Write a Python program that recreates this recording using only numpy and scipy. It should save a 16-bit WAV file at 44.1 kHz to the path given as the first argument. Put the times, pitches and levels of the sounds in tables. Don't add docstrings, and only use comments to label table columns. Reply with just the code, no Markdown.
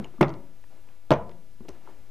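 import sys
import numpy as np
from scipy import signal
from scipy.fft import rfft, irfft, next_fast_len
from scipy.io import wavfile
from scipy.ndimage import map_coordinates

SR = 44100
rng = np.random.default_rng(int(sys.argv[2]) if len(sys.argv) > 2 else 0)


def wav_out(sig):
    wavfile.write(sys.argv[1], SR, np.round(np.clip(np.atleast_2d(sig).T, -1, 1) * 32767).astype(np.int16))


def voltage_ratio(decibels):
    exponent = np.asarray(decibels, float) / 20
    return 10 ** exponent


N = 92610
LOW_CUT_HZ = 79


def unit(x):
    return x / np.sqrt(np.mean(x ** 2) + 1e-20)


def along(points, hz):
    f, value = np.transpose(points)
    return np.interp(np.log(hz + 1), np.log(f + 1), value)


def coloured(x, spectrum):
    n = x.shape[-1]
    size = next_fast_len(n + SR // 5)
    gain = voltage_ratio(along(spectrum, np.fft.rfftfreq(size, 1 / SR)))
    return irfft(rfft(x, size) * gain, size)[..., :n]


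def noise(count, spectrum):
    return unit(coloured(rng.standard_normal(count), spectrum))


def filtered(x, order, hz, kind):
    return signal.sosfilt(signal.butter(order, hz, kind, fs=SR, output="sos"), x)


def wobble(rate):
    knots = rng.standard_normal(int(N * rate / SR) + 4)
    return map_coordinates(knots, [np.arange(N) * rate / SR])


def dying(sound, t60s):
    hz, t, z = signal.stft(sound, SR, nperseg=256)
    fade = voltage_ratio(-60 * t / along(t60s, hz)[:, None])
    return signal.istft(z * fade, SR, nperseg=256)[1][:len(sound)]


def add(track, s, sound):
    start = round(s * SR)
    sound, part = sound[max(-start, 0):], track[max(start, 0):]
    part[:len(sound)] += sound[:len(part)]


# t/s, ring level/dB, favoured f/Hz, crack level/dB
FIRST_LATCH = [
    (.2096, -13.5, 394, -33),
    (.2118, -18, 880, -27),
    (.2160, -10.5, 208.5, -35.5),
    (.2285, -12.5, 697, -34),
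    (.2345, -31.5, 520, -52.5),
]
SECOND_LATCH = [
    (1.1066, -16, 1015, -24),
    (1.1122, -17.5, 344.3, -33.5),
    (1.1172, -15, 642, -21),
    (1.1235, -19, 909, -33),
    (1.137, -22, 620, -38.5),
]
HAND_BUMPS = [(-.02, -24, 380, -77), (.008, -43, 480, -68.5), (.024, -40, 330, -74.5),
              (.14, -51.5, 330, -84), (.045, -41.5, 535, -52), (.052, -41, 596, -52), (.188, -59, 218, -87),
              (.29, -59, 197, -71), (.345, -45.5, 300, -60), (.75, -69.5, 407.4, -80.5),
              (.776, -59.5, 328, -116), (1.294, -43.5, 590, -43.5), (1.606, -47.5, 294, -77.5),
              (1.63, -52, 250, -82), (1.649, -46, 450, -82), (1.685, -40, 475, -45),
              (1.692, -39.5, 320, -45), (1.72, -69, 410, -81), (1.875, -49, 950, -71),
              (1.89, -51, 870, -81), (2.092, -77, 151, -70)]
# f/Hz, level/dB, t60/s
MID_SHELL_MODES = [(205, -2.5, 0.049), (270, -5, .1), (353, 13.5, 0.19), (386, 7, 0.34),
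                   (473, -40.5, 0.033), (600, -15.5, 0.17), (646, -8.5, 0.053), (710, -5.5, 0.24),
                   (870, -10, 0.25), (935, -21.5, 0.36), (1150, -8.5, 0.036), (1390, -23.5, 0.027),
                   (1550, -27, 0.076), (2139, 4.5, 0.035)]
END_SHELL_MODES = [(205, -38, 0.087), (250, -14.5, 0.074), (307.6, -1, 0.049), (356.4, -30, 0.39),
                   (532.3, -4, 0.27), (544, -20.5, 0.1), (620, 11.5, 0.025), (650, -10.5, 0.032),
                   (750, -36.5, 0.3), (922, -10.5, 0.038), (1105, -19, 0.052), (1452, -5, 0.033),
                   (1690, -43.5, .1), (2300, -29, 0.082)]
# f/Hz, t60/s
RATTLE_SPECTRUM = [(60, -10.5), (150, -1.5), (400, 1.5), (900, -3), (2000, -12.5), (4000, -26.5),
                   (8000, -37.5), (15000, -56)]
RATTLE_DECAY = [(150, 0.18), (600, 0.13), (2000, 0.16), (5000, 0.13), (12000, 0.064)]
# f/Hz, level/dB
CRACK_SPECTRUM = [(600, -14.5), (1500, 4), (3000, 4), (6000, -6), (10000, -27), (15000, -36)]


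def knocks(blows, shell, damping):
    favour_db_per_oct2, mode_scatter_db, lean_limit_db = 6.5, 2.5, -10.5
    longest_ring_s = .16
    rattle_db, rattle_rise_s, blow_rise_s = -2.5, .0011, .00015
    panel_db, panel_cycles, crack_t60 = 1, 16, .009
    out, t = np.zeros(N), np.arange(SR // 2) / SR
    hz, mode_db, t60 = np.transpose(shell)[:, :, None]
    ring_t60 = damping * np.minimum(t60, longest_ring_s)
    polarity = (-1.) ** np.arange(len(shell))[:, None]
    modes = polarity * np.sin(2 * np.pi * hz * t)
    rattle_t60 = [(f, decay * damping) for f, decay in RATTLE_DECAY]

    for s, ring_db, favour_hz, crack_db in blows:
        def weight_db(f):
            return -favour_db_per_oct2 * np.log2(f / favour_hz) ** 2

        start_db = mode_db + weight_db(hz) + mode_scatter_db * rng.standard_normal(hz.shape)
        ring = np.sum(voltage_ratio(start_db - start_db.max() - 60 * t / ring_t60) * modes, axis=0)
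        leaning = [(f, db + max(weight_db(f) / 2, lean_limit_db)) for f, db in RATTLE_SPECTRUM]
        rattle = voltage_ratio(rattle_db) * dying(noise(len(t), leaning), rattle_t60)
        rattle = rattle * np.minimum(t / rattle_rise_s, 1)
        panel = voltage_ratio(panel_db - 60 * t * favour_hz / panel_cycles) * np.sin(2 * np.pi * favour_hz * t)
        crack = voltage_ratio(crack_db - 60 * t / crack_t60) * noise(len(t), CRACK_SPECTRUM)
        body = (ring + rattle + panel) * (1 - np.exp(-t / blow_rise_s))
        add(out, s, voltage_ratio(ring_db) * body + crack)
    return out


# t/s, level/dB, f/Hz, t60/s
BOOMS = [(-.0184, -14, 205, 0.1), (-.02, -35.5, 141, 0.29), (0, -49, 70, 0.52), (0.2101, -15.5, 342, 0.026),
         (.229, -26.5, 783, 0.048), (.233, -9.5, 559, 0.03), (1.1175, -6, 626, 0.035),
         (1.606, -34, 230, 0.061), (1.607, -51, 419, .05), (0.2056, -34.5, 150, 0.033),
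         (1.1042, -24, 200, 0.027), (0.214, -17, 143.4, 0.27), (0.228, -37, 59.5, 0.22),
         (.28, -54.5, 58, 0.15), (0.378, -49, 59, 0.096), (1.108, -14.5, 140.3, 0.18),
         (1.12, -31, 70, 0.08), (1.201, -48, 174.2, 1.2), (1.195, -41.5, 60, 0.24),
         (1.329, -49, 78.9, 0.076), (1.609, -43, 60, 0.12), (1.693, -45, 62, 0.26), (1.991, -51, 65, 0.2)]


def table_booms():
    out, t = np.zeros(N), np.arange(SR // 2) / SR
    swell = 1 - np.exp(-t / .0015)
    for s, db, hz, t60 in BOOMS:
        add(out, s, voltage_ratio(db - 60 * t / t60) * swell * np.sin(2 * np.pi * hz * t))
    return out


# f/Hz, level/dB per Hz
AIR_SPECTRUM = [(12, -7.5), (25, 6.5), (50, -7.5), (130, -12), (330, -19), (800, -29.5), (2500, -30.5),
                (8000, -37), (15000, -39)]


def room_tone():
    level_db, swing_db = -58.5, .7
    return voltage_ratio(level_db + swing_db * wobble(7.8)) * noise(N, AIR_SPECTRUM)


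# t/s, rubbing level/dB
ARM_MOVES = [(0, -55.5), (0.151, -61), (.5, -66), (0.691, -71.5), (0.708, -61), (0.791, -61), (.82, -69),
             (0.899, -62), (0.998, -69), (1.3, -65), (1.58, -73), (1.749, -55.5), (1.8, -63), (1.897, -54),
             (1.95, -62), (2.1, -64.5)]
# f/Hz, level/dB
CLOTH_SPECTRUM = [(100, -6.5), (250, -0.5), (700, -3.5), (1500, -12.5), (2600, -17), (5000, -26.5),
                  (10000, -36.5)]


def sleeve():
    s, db = np.transpose(ARM_MOVES)
    grain = voltage_ratio(.5 * (wobble(27) + wobble(450)))
    rubbing = unit(grain * coloured(rng.standard_normal(N), CLOTH_SPECTRUM))
    return voltage_ratio(np.interp(np.arange(N) / SR, s, db)) * rubbing


# f/Hz, t60/s
ROOM_DECAY = [(120, 0.5), (600, 0.44), (2000, 0.35), (6000, 0.15), (12000, 0.086)]


def room(x):
    level_db, delay_s = -17.5, .01
    tail = dying(rng.standard_normal(SR // 2), ROOM_DECAY)
    scattered = filtered(x * unit(wobble(170)), 2, LOW_CUT_HZ, "high")
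    late = np.pad(scattered, (round(delay_s * SR), 0))
    return voltage_ratio(level_db) * signal.fftconvolve(late, tail / np.linalg.norm(tail))[:N]


# t/s, level/dB, f/Hz, t60/s
QUICK_RINGS = [(.0362, -52.5, 2100, .012), (.0446, -35.5, 2950, 0.014), (.0448, -40, 2300, .012),
               (.045, -47.5, 6750, .012), (.051, -49, 2222, 0.013), (.054, -53, 2880, 0.017),
               (.0605, -50, 2722, .018), (.069, -57.5, 2577, .015), (.2122, -11.5, 2110, .016),
               (.2105, -44, 6930, .01), (0.2099, -7, 1050, 0.011), (0.2124, -7.5, 350, .05),
               (0.2307, -19, 351, 0.043), (0.189, -32, 234, 0.11), (0.1827, -51, 1180, .03),
               (0.046, -47, 1700, .008), (.2284, -18.5, 2700, 0.0098), (.2286, -20.5, 2250, 0.01),
               (.2288, -27, 3600, 0.01), (.229, -34, 5285, .01), (.245, -35.5, 2200, 0.016),
               (.3395, -51, 2780, .015), (.64, -42, 1850, 0.0091), (1.1066, -2.5, 846, 0.0038),
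               (1.1064, -19, 3467, 0.0038), (1.1066, -33.5, 7830, 0.005), (1.1066, -37.5, 10800, 0.0055),
               (1.1066, -44, 13600, .005), (1.1165, -36.5, 4350, 0.0082), (1.117, -41, 7400, 0.0066),
               (1.106, -9, 310, 0.038), (1.119, -30, 2300, 0.026), (1.1205, -28.5, 2917, 0.013),
               (1.1245, -41, 6000, 0.0045), (1.1282, -35.5, 6090, .008), (1.1368, -38, 6000, 0.0081),
               (1.137, -31, 3330, 0.0092), (0.6391, -48, 950, 0.0097), (.64, -53, 2500, 0.0089),
               (1.6058, -53, 740, .012), (0.887, -53.5, 1350, .015), (1.8742, -37.5, 950, 0.021),
               (1.8737, -45, 1400, 0.01), (1.875, -50, 2200, .008)]


def pings():
    rise_cycles = .5
    out, t = np.zeros(N), np.arange(SR // 20) / SR
    for s, db, hz, t60 in QUICK_RINGS:
        rise = 1 - np.exp(-t * hz / rise_cycles)
        add(out, s, voltage_ratio(db - 60 * t / t60) * rise * np.sin(2 * np.pi * hz * t))
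    return out


# t/s, level/dB, f/Hz
LOOSE_TICKS = [(0.0426, -42, 4370), (0.183, -50, 1180), (0.2109, -12, 916), (0.2825, -38, 4170),
               (.293, -36.5, 4600), (0.303, -37.5, 3280), (0.3395, -43.5, 4300), (0.64, -45.5, 1290),
               (.8885, -47, 1800), (1.136, -28.5, 770), (1.292, -60, 1280), (1.294, -58, 3900),
               (1.3141, -46.5, 2960), (1.317, -48, 2300), (1.6831, -46.5, 3500), (1.6884, -35, 3560),
               (1.69, -34, 6840)]


def ticks():
    width_oct, puff_db, puff_t60 = .41, -7, .012
    die_cycles, rise_cycles = 13, .25
    out, t = np.zeros(N), np.arange(SR // 20) / SR
    for s, db, hz in LOOSE_TICKS:
        band = [(hz * 2 ** (-2 * width_oct), -30), (hz * 2 ** (-width_oct / 2), -6), (hz, 0),
                (hz * 2 ** width_oct, -8), (hz * 4 ** width_oct, -26)]
        puff = voltage_ratio(puff_db - 60 * t / puff_t60) * noise(len(t), band)
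        partials = np.sin(2 * np.pi * .8 * hz * t) + voltage_ratio(-5) * np.sin(2 * np.pi * 1.4 * hz * t)
        ping = voltage_ratio(-60 * t * hz / die_cycles) * partials
        add(out, s, voltage_ratio(db) * (puff - ping) * (1 - np.exp(-t * hz / rise_cycles)))
    return out


# t/s, level/dB, t60/s
SCRAPE_BURSTS = [
    (0.0452, -60, .012),
    (0.2113, -48, 0.037),
    (.217, -46.5, .012),
    (.2283, -56, .02),
    (1.1072, -47, .02),
    (1.111, -50.5, 0.043),
    (1.1164, -49.5, 0.052),
    (1.6844, -55.5, .03),
    (1.6888, -64.5, 0.027),
    (1.8748, -68, .01),
]
# f/Hz, level/dB
SCRAPE_SPECTRUM = [(2500, -29), (5000, 0.5), (8000, -3.5), (12000, -3), (15000, -2.5)]


def scrapes():
    out, t = np.zeros(N), np.arange(SR // 10) / SR
    for s, db, t60 in SCRAPE_BURSTS:
        add(out, s, voltage_ratio(db - 60 * t / t60) * noise(len(t), SCRAPE_SPECTRUM))
    return out


def scene():
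    case = knocks(FIRST_LATCH, MID_SHELL_MODES, .56) + knocks(SECOND_LATCH, END_SHELL_MODES, .7)
    case += knocks(HAND_BUMPS, MID_SHELL_MODES, .55)
    near = filtered(case + ticks(), 1, [LOW_CUT_HZ, 6000], "band") + scrapes()
    booms = filtered(table_booms(), 2, 21, "high") + pings()
    direct = near + booms
    return np.tile(direct + room(direct) + sleeve() + room_tone(), (2, 1))


def overload(x):
    ceiling, knee = .5, 12
    return x / (1 + np.abs(x / ceiling) ** knee) ** (1 / knee)


def channel_skew(x):
    return voltage_ratio(-24) * filtered(x, 4, 1800, "high") * [[1], [-1]]


# f/Hz, level/dB per Hz
HISS_SPECTRUM = [(12, -6), (30, -6.5), (100, -12), (400, -23), (2000, -26), (9000, -30.5), (12500, -32.5),
                 (14500, -37.5)]


def channel_hiss(shape):
    return voltage_ratio(-70) * unit(coloured(rng.standard_normal(shape), HISS_SPECTRUM))


def low_pass(x):
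    return signal.sosfilt(signal.butter(12, 15290, fs=SR, output="sos"), x)


CHANNEL_OFFSET = [
    [.0193],
    [.0069],
]


def record(dry):
    clipped = overload(dry)
    channels = clipped + channel_skew(clipped) + channel_hiss(dry.shape)
    band = coloured(channels, [(15300, 0), (15400, -60)])
    return low_pass(band + np.array(CHANNEL_OFFSET))


dry = scene()
out = record(dry)
wav_out(out)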